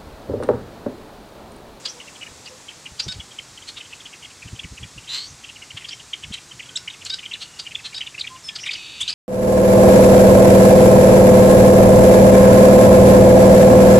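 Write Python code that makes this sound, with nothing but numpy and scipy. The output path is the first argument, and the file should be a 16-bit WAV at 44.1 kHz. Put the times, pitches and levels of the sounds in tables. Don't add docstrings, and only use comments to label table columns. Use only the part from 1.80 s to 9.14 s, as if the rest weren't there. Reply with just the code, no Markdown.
import sys
import numpy as np
from scipy import signal
from scipy.fft import rfft, irfft, next_fast_len
from scipy.io import wavfile
from scipy.ndimage import map_coordinates

SR = 44100
rng = np.random.default_rng(int(sys.argv[2]) if len(sys.argv) > 2 else 0)


def unload_wav(signal):
    wavfile.write(
        sys.argv[1],
        SR,
        np.round(np.clip(np.atleast_2d(signal).T, -1, 1) * 32767).astype(np.int16),
    )


N = 323694
T = np.arange(N) / SR

FAR_CHUCKS_PER_S, FAR_CHUCK_HZ, FAR_CHUCK_DB = 3, 3150, -43
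# (middle time [s], top pitch [Hz], relative level [dB])
NEAR_CHUCKS = [(.075, 3410, -28.5), (.204, 3090, -31.5), (.28, 2830, -36), (.358, 3280, -39),
               (.416, 3050, -33.5), (.431, 3060, -29), (.468, 2800, -34.5), (.674, 2940, -35),
               (.888, 3280, -30), (1.061, 3084, -28), (1.403, 3350, -29), (1.516, 3300, -39),
               (1.59, 3230, -25), (1.778, 3100, -36), (2.009, 3220, -30), (2.054, 3270, -40),
               (2.131, 2990, -31), (2.206, 3400, -37), (2.26, 3380, -32), (2.334, 2980, -34.5),
               (2.43, 3220, -36.5), (2.45, 3250, -33), (2.626, 2770, -33), (2.68, 3000, -37),
               (2.796, 3250, -26.5), (2.839, 3050, -32), (2.978, 2980, -33.5), (3.034, 3170, -30),
               (3.182, 2960, -33), (3.278, 3250, -34.5), (3.643, 3170, -31.5), (3.694, 3140, -32),
               (3.763, 2900, -35.5), (3.825, 2930, -32), (3.909, 3100, -31.5), (4.016, 2940, -36),
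               (4.049, 3310, -28), (4.112, 3280, -31.5), (4.13, 3056, -27.5), (4.201, 3200, -36),
               (4.336, 3320, -19), (4.44, 3210, -26), (4.526, 3230, -32.5), (4.545, 3300, -25.5),
               (4.58, 3300, -35), (4.716, 3220, -34.5), (4.8, 2975, -27.5), (4.827, 3350, -36.5),
               (4.892, 3290, -35.5), (5.081, 3000, -22), (5.103, 3520, -31.5), (5.137, 3200, -36.5),
               (5.217, 3280, -35), (5.391, 3300, -29.5), (5.435, 2860, -30), (5.458, 3370, -26),
               (5.516, 3150, -26), (5.537, 3890, -22), (5.549, 2950, -29.5), (5.869, 3200, -26.5),
               (5.915, 2900, -32), (5.953, 3650, -18.5), (5.995, 2620, -35), (6.128, 2780, -36),
               (6.212, 3125, -21), (6.224, 3080, -29), (6.269, 3520, -26.5), (6.348, 2714, -31),
               (6.383, 2850, -27.5), (6.413, 4150, -19), (6.446, 2580, -28), (6.473, 3300, -25),
               (6.69, 3400, -22.5), (6.791, 3260, -32), (6.838, 2820, -26), (6.865, 2433, -26.5),
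               (6.876, 3710, -23), (6.911, 3600, -23), (6.954, 3120, -26)]
def chucks():
    out = np.zeros(N)
    for time, hz, db in NEAR_CHUCKS:
        add(out, time, chuck(hz, db))
    for slot in range(int(FAR_CHUCKS_PER_S * N / SR)):
        call = chuck(FAR_CHUCK_HZ * rng.normal(1, .0596), rng.normal(FAR_CHUCK_DB, 2.5))
        add(out, (slot + rng.random()) / FAR_CHUCKS_PER_S, call)
    return out


def chuck(hz, db):
    u = call_axis(.0142 * 2 ** ((-30 - db) / 28))
    arch = np.exp(-np.abs(u * (1 - .17 * np.tanh(2 * u))) ** 2.3)
    pitch = hz * (.48 + .52 * arch) * (1 + .045 * wobble(len(u), rate=1000))
    throat = 1 / np.sqrt(1 + (1900 / pitch) ** 8)
    envelope = throat * np.exp(-1.1 * (u - .27) ** 2)
    hoarse = amp(2.8 * wobble(len(u), rate=750))
    tone = with_octave(pitch, octave_db=-21.5) * envelope * hoarse
    ground_echo = .5 * np.roll(tone, int(rng.uniform(.0004, .0024) * SR))
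    farness = np.clip((-20 - db) / 12, 0, 1)
    heard = stem_echoes(tone + ground_echo, echo_db=-14 + 8 * farness, spread_s=.009, count=12)
    level_match = np.linalg.norm(envelope) / np.sqrt(2) / np.linalg.norm(heard)
    return amp(db + .84) * level_match * heard


# (middle time [s], length [s], throat ring [Hz], level [dB], relative treble [dB])
HARSH_CHECKS = [(1.89, .022, 3940, -33.5, -11), (1.979, 0.022, 3440, -34.5, -31),
                (3.977, 0.016, 3080, -30.5, -18), (4.541, .018, 3700, -30.5, -8),
                (4.974, 0.0064, 4930, -25, -17), (5.252, .0057, 6870, -32, -6),
                (5.266, .017, 4130, -29.5, -9), (5.625, 0.028, 3980, -32, -13),
                (5.799, .014, 4320, -27.5, -16), (6.06, 0.027, 3880, -31.5, -14),
                (6.399, .015, 4300, -32, -11), (6.867, .018, 3500, -30.5, -11.5),
                (6.917, .018, 4250, -35, -9), (7.216, .017, 3260, -27.5, 1.5),
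                (7.298, 0.035, 4450, -29.5, -9)]
def checks():
    out = np.zeros(N)
    for time, length, hz, db, treble_db in HARSH_CHECKS:
        add(out, time, check(length, hz, db, treble_db))
    return out


# (frequency [times the throat ring], gain [dB])
CHECK_COLOUR = [(.2, -31.5), (.33, -11), (.45, -17), (.68, -5.5), (.8, -3.5), (.92, -3), (1.08, 3),
                (1.27, -17), (1.6, -16), (3, -64)]
def check(length, hz, db, treble_db):
    u = call_axis(length)
    source = pulses(len(u), per_s=750, jitter=.14, spread_db=5) + .9 * rng.standard_normal(len(u))
    colour = [(multiple * hz, gain) for multiple, gain in CHECK_COLOUR]
    throat = unit(filtered(source, lambda f: amp(value_at(colour, f))))
    swing = np.abs(signal.hilbert(throat))
    limited = unit(throat / np.sqrt(1 + swing ** 2))
    beak_ring = lambda f: 1 / (1 + ((f - 7600) / 1900) ** 2)
    beak_edges = lambda f: f / (f + 2000) / np.sqrt(1 + (f / 10800) ** 12)
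    beak = unit(filtered(source, lambda f: beak_ring(f) * beak_edges(f)))
    envelope = np.exp(-u * u) + .22 * np.exp(-.7 * np.abs(u))
    return amp(db) * shaped(limited + amp(treble_db - 3) * beak, envelope)


# (check time [s], check level [dB], buzz length [s], buzz level [dB])
TWO_PART_CALLS = [(.06, -23, 0.037, -28), (.663, -37, .025, -41), (1.202, -21, .035, -29),
                  (4.092, -32, 0.036, -33.5), (6.762, -28, .06, -30.5), (6.938, -28, .032, -38)]
def buzzing_checks():
    out = np.zeros(N)
    for time, check_db, buzz_length, buzz_db in TWO_PART_CALLS:
        add(out, time, check(length=.0125, hz=4440, db=check_db, treble_db=-17.5))
        add(out, time + buzz_length, buzz(buzz_length, buzz_db, hz=5600))
    return out


def buzz(length, db, hz):
    u = call_axis(length)
    chop = phase(440 - 25 * u + 500 * rng.standard_normal(len(u)))
    arch = .88 + .14 * np.exp(-.6 * (u - .3) ** 2)
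    flutter = 1 + .038 * np.sin(chop) + .0305 * wobble(len(u), rate=700)
    gate = .6 + .4 * np.cos(chop)
    return amp(db) * np.exp(-u * u) * gate * np.sin(phase(hz * arch * flutter))


# (frequency [Hz], gain [dB])
CHEET_COLOUR = [(700, -41), (1500, -9), (2250, -16), (3000, -9.5), (3800, 7), (4500, -2.5), (5200, 2),
                (6000, -28), (8000, -16), (12000, -72)]
# (start [s], end [s], slide from [Hz], slide to [Hz], level [dB], crack level [dB])
NASAL_CHEETS = [(1.281, 1.33, 752, 755, -32, -30), (5.298, 5.348, 730, 801, -29.5, -25.5),
                (6.144, 6.187, 702, 800, -32.5, -30.5)]
def cheets():
    out = np.zeros(N)
    for start, end, from_hz, to_hz, db, crack_db in NASAL_CHEETS:
        u = np.linspace(-1, 1, int((end - start) * SR))
        arch = 1 - .303 * np.abs(u) ** 12 - .022 * u * u
        hz = np.linspace(from_hz, to_hz, len(u)) * arch
        angle = phase(hz * (1 + .008 * wobble(len(u), rate=900)))
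        voice = np.zeros(len(u))
        for multiple in range(1, 14):
            gain = amp(value_at(CHEET_COLOUR, multiple * hz) + 4.2 * wobble(len(u), rate=128))
            voice += gain * np.sin(multiple * angle + rng.uniform(0, 2 * np.pi))
        add(out, (start + end) / 2, amp(db) * unit(voice * signal.windows.tukey(len(u), .2)))
        for time in (start + .005, end - .005):
            add(out, time, check(length=.01, hz=4490, db=crack_db, treble_db=-20))
    return out


# (pitch [times the main tone], relative level [dB])
RASP_SIDE_TONES = [(0.269, -10), (.5, -3.5), (.72, 3), (0.861, 0), (1.07, 1), (1.25, -5.5), (1.5, -6),
                   (1.801, -2)]
def rasp():
    out = np.zeros(N)
    start, end, fade_in_s, fade_out_s = 3.277, 3.485, .018, .045
    t = np.arange(start, end, 1 / SR)
    press = np.exp(-((t - 3.352) / .048) ** 2)
    hz = 3850 + 3600 * (t - start)
    fade = np.minimum((t - start) / fade_in_s, (end - t) / fade_out_s)
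    envelope = amp(-35.5 + 6.8 * press) * np.minimum(1, fade)
    pulses_per_s = (230 + 180 * press) * (1 + .15 * wobble(len(t), rate=300))
    gate = .4 + (.5 + .5 * np.cos(phase(pulses_per_s))) ** 1.5
    gate *= amp(1.5 * wobble(len(t), rate=350))

    def rough_tone(multiple, roughness):
        return unit(gate * np.sin(multiple * phase(hz) + roughness * wobble(len(t), rate=500)))

    main = rough_tone(1, roughness=.85)
    sides = sum(amp(db) * rough_tone(multiple, roughness=1.2) for multiple, db in RASP_SIDE_TONES)
    rush = unit(resonate(gate * rng.standard_normal(len(t)), [(7500, 890, 2), (12300, 1800, -21)]))
    harshness = amp(-15 + 6 * press)
    add(out, t.mean(), envelope * (main + harshness * (sides + amp(-6.5) * rush)))
    add(out, end, buzz(length=.08, db=-38.5, hz=6050))
    return out


# (middle time [s], top pitch [Hz], length [s], level [dB], overtone against the tone [dB])
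CLEAR_SQUEAKS = [(4.964, 3950, .011, -17, -6), (6.895, 2520, 0.0086, -18, -21),
                 (7.216, 3450, 0.022, -19.5, -13), (7.233, 3740, .0099, -19.5, -28),
                 (7.28, 4030, 0.0031, -15, -19), (7.286, 3200, 0.01, -21.5, -8),
                 (7.295, 4500, .009, -18, -31), (7.305, 4990, 0.0044, -17.5, -37),
                 (7.329, 5000, .0054, -23, -29)]
def squeaks():
    out = np.zeros(N)
    for time, hz, length, db, octave_db in CLEAR_SQUEAKS:
        u = call_axis(length)
        pitch = hz * (.6 + .4 * np.exp(-.45 * u * u))
        call = amp(db) * np.exp(-u * u) * with_octave(pitch, octave_db)
        add(out, time, stem_echoes(call, echo_db=-15, spread_s=.0039, count=3))
    return out


# (start [s], end [s], slide from [Hz], slide to [Hz], level [dB], scoop [share of pitch])
PURE_NOTES = [(4.83, 5.08, 1620, 1413, -53.5, .33), (6.03, 6.12, 1750, 1735, -53, 0.022),
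              (6.49, 6.618, 2195, 2110, -52, 0), (6.485, 6.603, 1044, 1028, -39, .02),
              (6.654, 6.804, 1840, 1650, -48, 0)]
# (start [s], end [s], from [Hz], to [Hz], relative level [dB])
TWITTER_WHISTLE = (5.5, 6, 2868.5, 2821, -43)
# (start [s], end [s], base pitch from [Hz], base pitch to [Hz])
OVERTONE_SLIDE = (6.628, 6.712, 1787, 1698)
# (pitch [times the base pitch], level [dB])
OVERTONES = [(2, -52), (3, -35), (5, -50)]
def song_notes():
    start, end, from_hz, to_hz = OVERTONE_SLIDE
    overtones = sum(whistle(start, end, k * from_hz, k * to_hz, db) for k, db in OVERTONES)
    pips = np.sin(np.pi * 35 * (T - TWITTER_WHISTLE[0])) ** 2
    twitter = whistle(*TWITTER_WHISTLE) * pips * (.7 + .6 * wobble(N, rate=220))
    return sum(whistle(*note) for note in PURE_NOTES) + twitter + overtones


def whistle(start, end, from_hz, to_hz, db, scoop=0):
    out = np.zeros(N)
    u = np.linspace(0, 1, int((end - start) * SR))
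    slide = (from_hz + (to_hz - from_hz) * u) * (1 - scoop * np.exp(-u / .14))
    hz = slide * (1 + .0041 * wobble(len(u), rate=140))
    swell = signal.windows.tukey(len(u), .7) * amp(db + wobble(len(u), rate=80))
    add(out, (start + end) / 2, swell * np.sin(phase(hz)))
    return out


TRILL_START_S, TRILL_FADE_IN_S, TRILL_DB, TRILL_SWELL_DB_PER_S = 6.88, .025, -40, 3.5
# (frequency [Hz], width [Hz], gain [dB])
TRILL_RINGS = [(2554, 180, -1.5), (3070, 150, -9), (3270, 220, -12), (3690, 240, -5.5), (3900, 180, -8),
               (4540, 140, -5.5)]
def trill():
    source = pulses(N, per_s=369, jitter=.05, spread_db=2.5) + .25 * rng.standard_normal(N)
    sharp_band = lambda f: 1 / (1 + (f / 4900) ** 20) * (1 - 1 / (1 + (f / 2200) ** 10))
    voice = unit(filtered(resonate(source, TRILL_RINGS), sharp_band))
    age = np.maximum(T - TRILL_START_S, 0)
    return amp(TRILL_DB + TRILL_SWELL_DB_PER_S * age) * np.minimum(age / TRILL_FADE_IN_S, 1) * voice


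def stem_echoes(call, echo_db, spread_s, count):
    delays_s = .00096 + spread_s * rng.random(count)
    copies = [np.roll(call, int(delay * SR)) * rng.normal() for delay in delays_s]
    return call + amp(echo_db) * sum(copies) / np.sqrt(count)


# (frequency [Hz], time to fade by 60 dB [s])
REED_FADE_TIMES = [(300, 0.23), (3000, 0.18), (10000, 0.14)]
def reed_echo(calls):
    out = np.zeros(N + SR)
    step = SR // 4
    for i in range(0, N, step):
        hz, t, noise = signal.stft(rng.standard_normal(SR // 2), SR, nperseg=256)
        fade = amp(-60 * t / value_at(REED_FADE_TIMES, hz)[:, None])
        tail = signal.istft(noise * fade, SR, nperseg=256)[1]
        echo = signal.fftconvolve(calls[i:i + step], tail / np.linalg.norm(tail))
        out[i:i + len(echo)] += echo
    return out[:N]


# (middle time [s], length [s], pitch [Hz], level [dB])
FAR_HONKS = [(.06, .07, 510, -46), (.17, 0.055, 480, -47), (.73, 0.066, 510, -44)]
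def honks():
    out = np.zeros(N)
    for time, length, hz, db in FAR_HONKS:
        u = call_axis(length)
        pitch = hz * (1 + .021 * wobble(len(u), rate=113))
        add(out, time, amp(db) * np.exp(-u * u) * with_octave(pitch, octave_db=-11))
    return out


# (middle time [s], length [s], level [dB])
WIND_PUFFS = [(.514, .03, -48), (1.125, .023, -43.5), (1.27, .008, -30), (1.289, .018, -36),
              (1.378, 0.052, -37.5), (2.664, .018, -36), (2.735, .022, -31.5), (2.852, .02, -35),
              (2.93, .03, -37.5), (3.035, 0.049, -37.5), (3.179, 0.026, -40), (3.53, .06, -48.5),
              (3.952, .021, -40.5), (4.463, .072, -44.5), (4.51, .022, -35.5), (4.756, .03, -50),
              (7.24, .046, -49)]
def wind_puffs():
    out = np.zeros(N)
    for time, length, db in WIND_PUFFS:
        u = call_axis(length)
        hz = 132 * (.021 / length) ** .17
        low_band = lambda f: (f / hz) ** 2.2 / (1 + (f / (.8 * hz)) ** 4.9)
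        swirl = filtered(rng.standard_normal(len(u)), low_band)
        envelope = np.exp(-u * u) + .25 * np.exp(-.6 * np.abs(u))
        add(out, time, amp(db) * shaped(swirl, envelope))
    return out


# (frequency [Hz], relative level [dB])
HISS_COLOUR = [(15, -49), (25, 0.5), (133, 4.5), (204, -2.5), (298, -2.5), (651, -8), (829, -5.5),
               (1150, -5), (1670, -6), (2710, -6.5), (2940, -9), (3370, -5.5), (3750, -5.5), (7550, -3.5),
               (15600, -33.5)]
def marsh_air():
    colour = lambda f: amp(value_at(HISS_COLOUR, f)) * f * f / (f * f + 39 ** 2)
    hiss = unit(filtered(rng.standard_normal(N), colour))
    rumble = unit(resonate(rng.standard_normal(N), [(246, 107, -3), (511, 185, -2), (960, 650, -7)]))
    return amp(-45.1) * hiss + amp(-48 - 5.2 * T) * rumble


def amp(db):
    return 10 ** (np.asarray(db) / 20)


def unit(x):
    return x / np.sqrt(np.mean(x ** 2) + 1e-20)


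def shaped(x, envelope):
    return x * envelope * np.sqrt(np.sum(envelope ** 2) / np.sum((x * envelope) ** 2))


def value_at(points, hz):
    frequencies, values = np.transpose(points)
    return np.interp(np.log(hz + 1), np.log(frequencies + 1), values)


def filtered(x, response):
    size = next_fast_len(len(x) + SR // 20)
    return irfft(rfft(x, size) * response(np.fft.rfftfreq(size, 1 / SR)), size)[:len(x)]


def resonate(x, rings):
    return filtered(x, lambda f: sum(
        (-1) ** k * amp(db) * 1j * f * width / (hz * hz - f * f + 1j * f * width)
        for k, (hz, width, db) in enumerate(rings)))


def phase(hz):
    return 2 * np.pi * np.cumsum(hz) / SR


def with_octave(hz, octave_db):
    return np.sin(phase(hz)) + amp(octave_db) * np.sin(2 * phase(hz))


def pulses(size, per_s, jitter, spread_db):
    even = np.flatnonzero(np.diff(np.floor(np.arange(1, size + 1) * per_s / SR)))
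    shift, strength = rng.standard_normal((len(even), 2)).T
    uneven = np.clip(even + jitter * shift * SR / per_s, 0, size - 1).astype(int)
    return unit(np.bincount(uneven, amp(spread_db * strength), size))


def wobble(size, rate):
    return map_coordinates(rng.standard_normal(int(size * rate / SR) + 4), [np.arange(size) * rate / SR])


def call_axis(length):
    half = int(2 * length * SR)
    return np.arange(-half, half) / (length * SR / 2)


def add(track, time, x):
    i = round(time * SR) - len(x) // 2 + np.arange(len(x))
    inside = (i >= 0) & (i < N)
    track[i[inside]] += x[inside]


def scene():
    short = chucks() + squeaks()
    harsh = checks() + buzzing_checks() + cheets() + rasp()
    song = song_notes() + trill()
    echo = reed_echo(amp(-12.5) * short + amp(-8) * harsh + amp(-6.5) * song)
    mono = short + harsh + song + echo + honks() + wind_puffs() + marsh_air()
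    return np.array([mono, mono])


def record(dry):
    return np.array([filtered(channel, lambda hz: hz < 15800) for channel in dry])


dry = scene()
out = record(dry)
unload_wav(out)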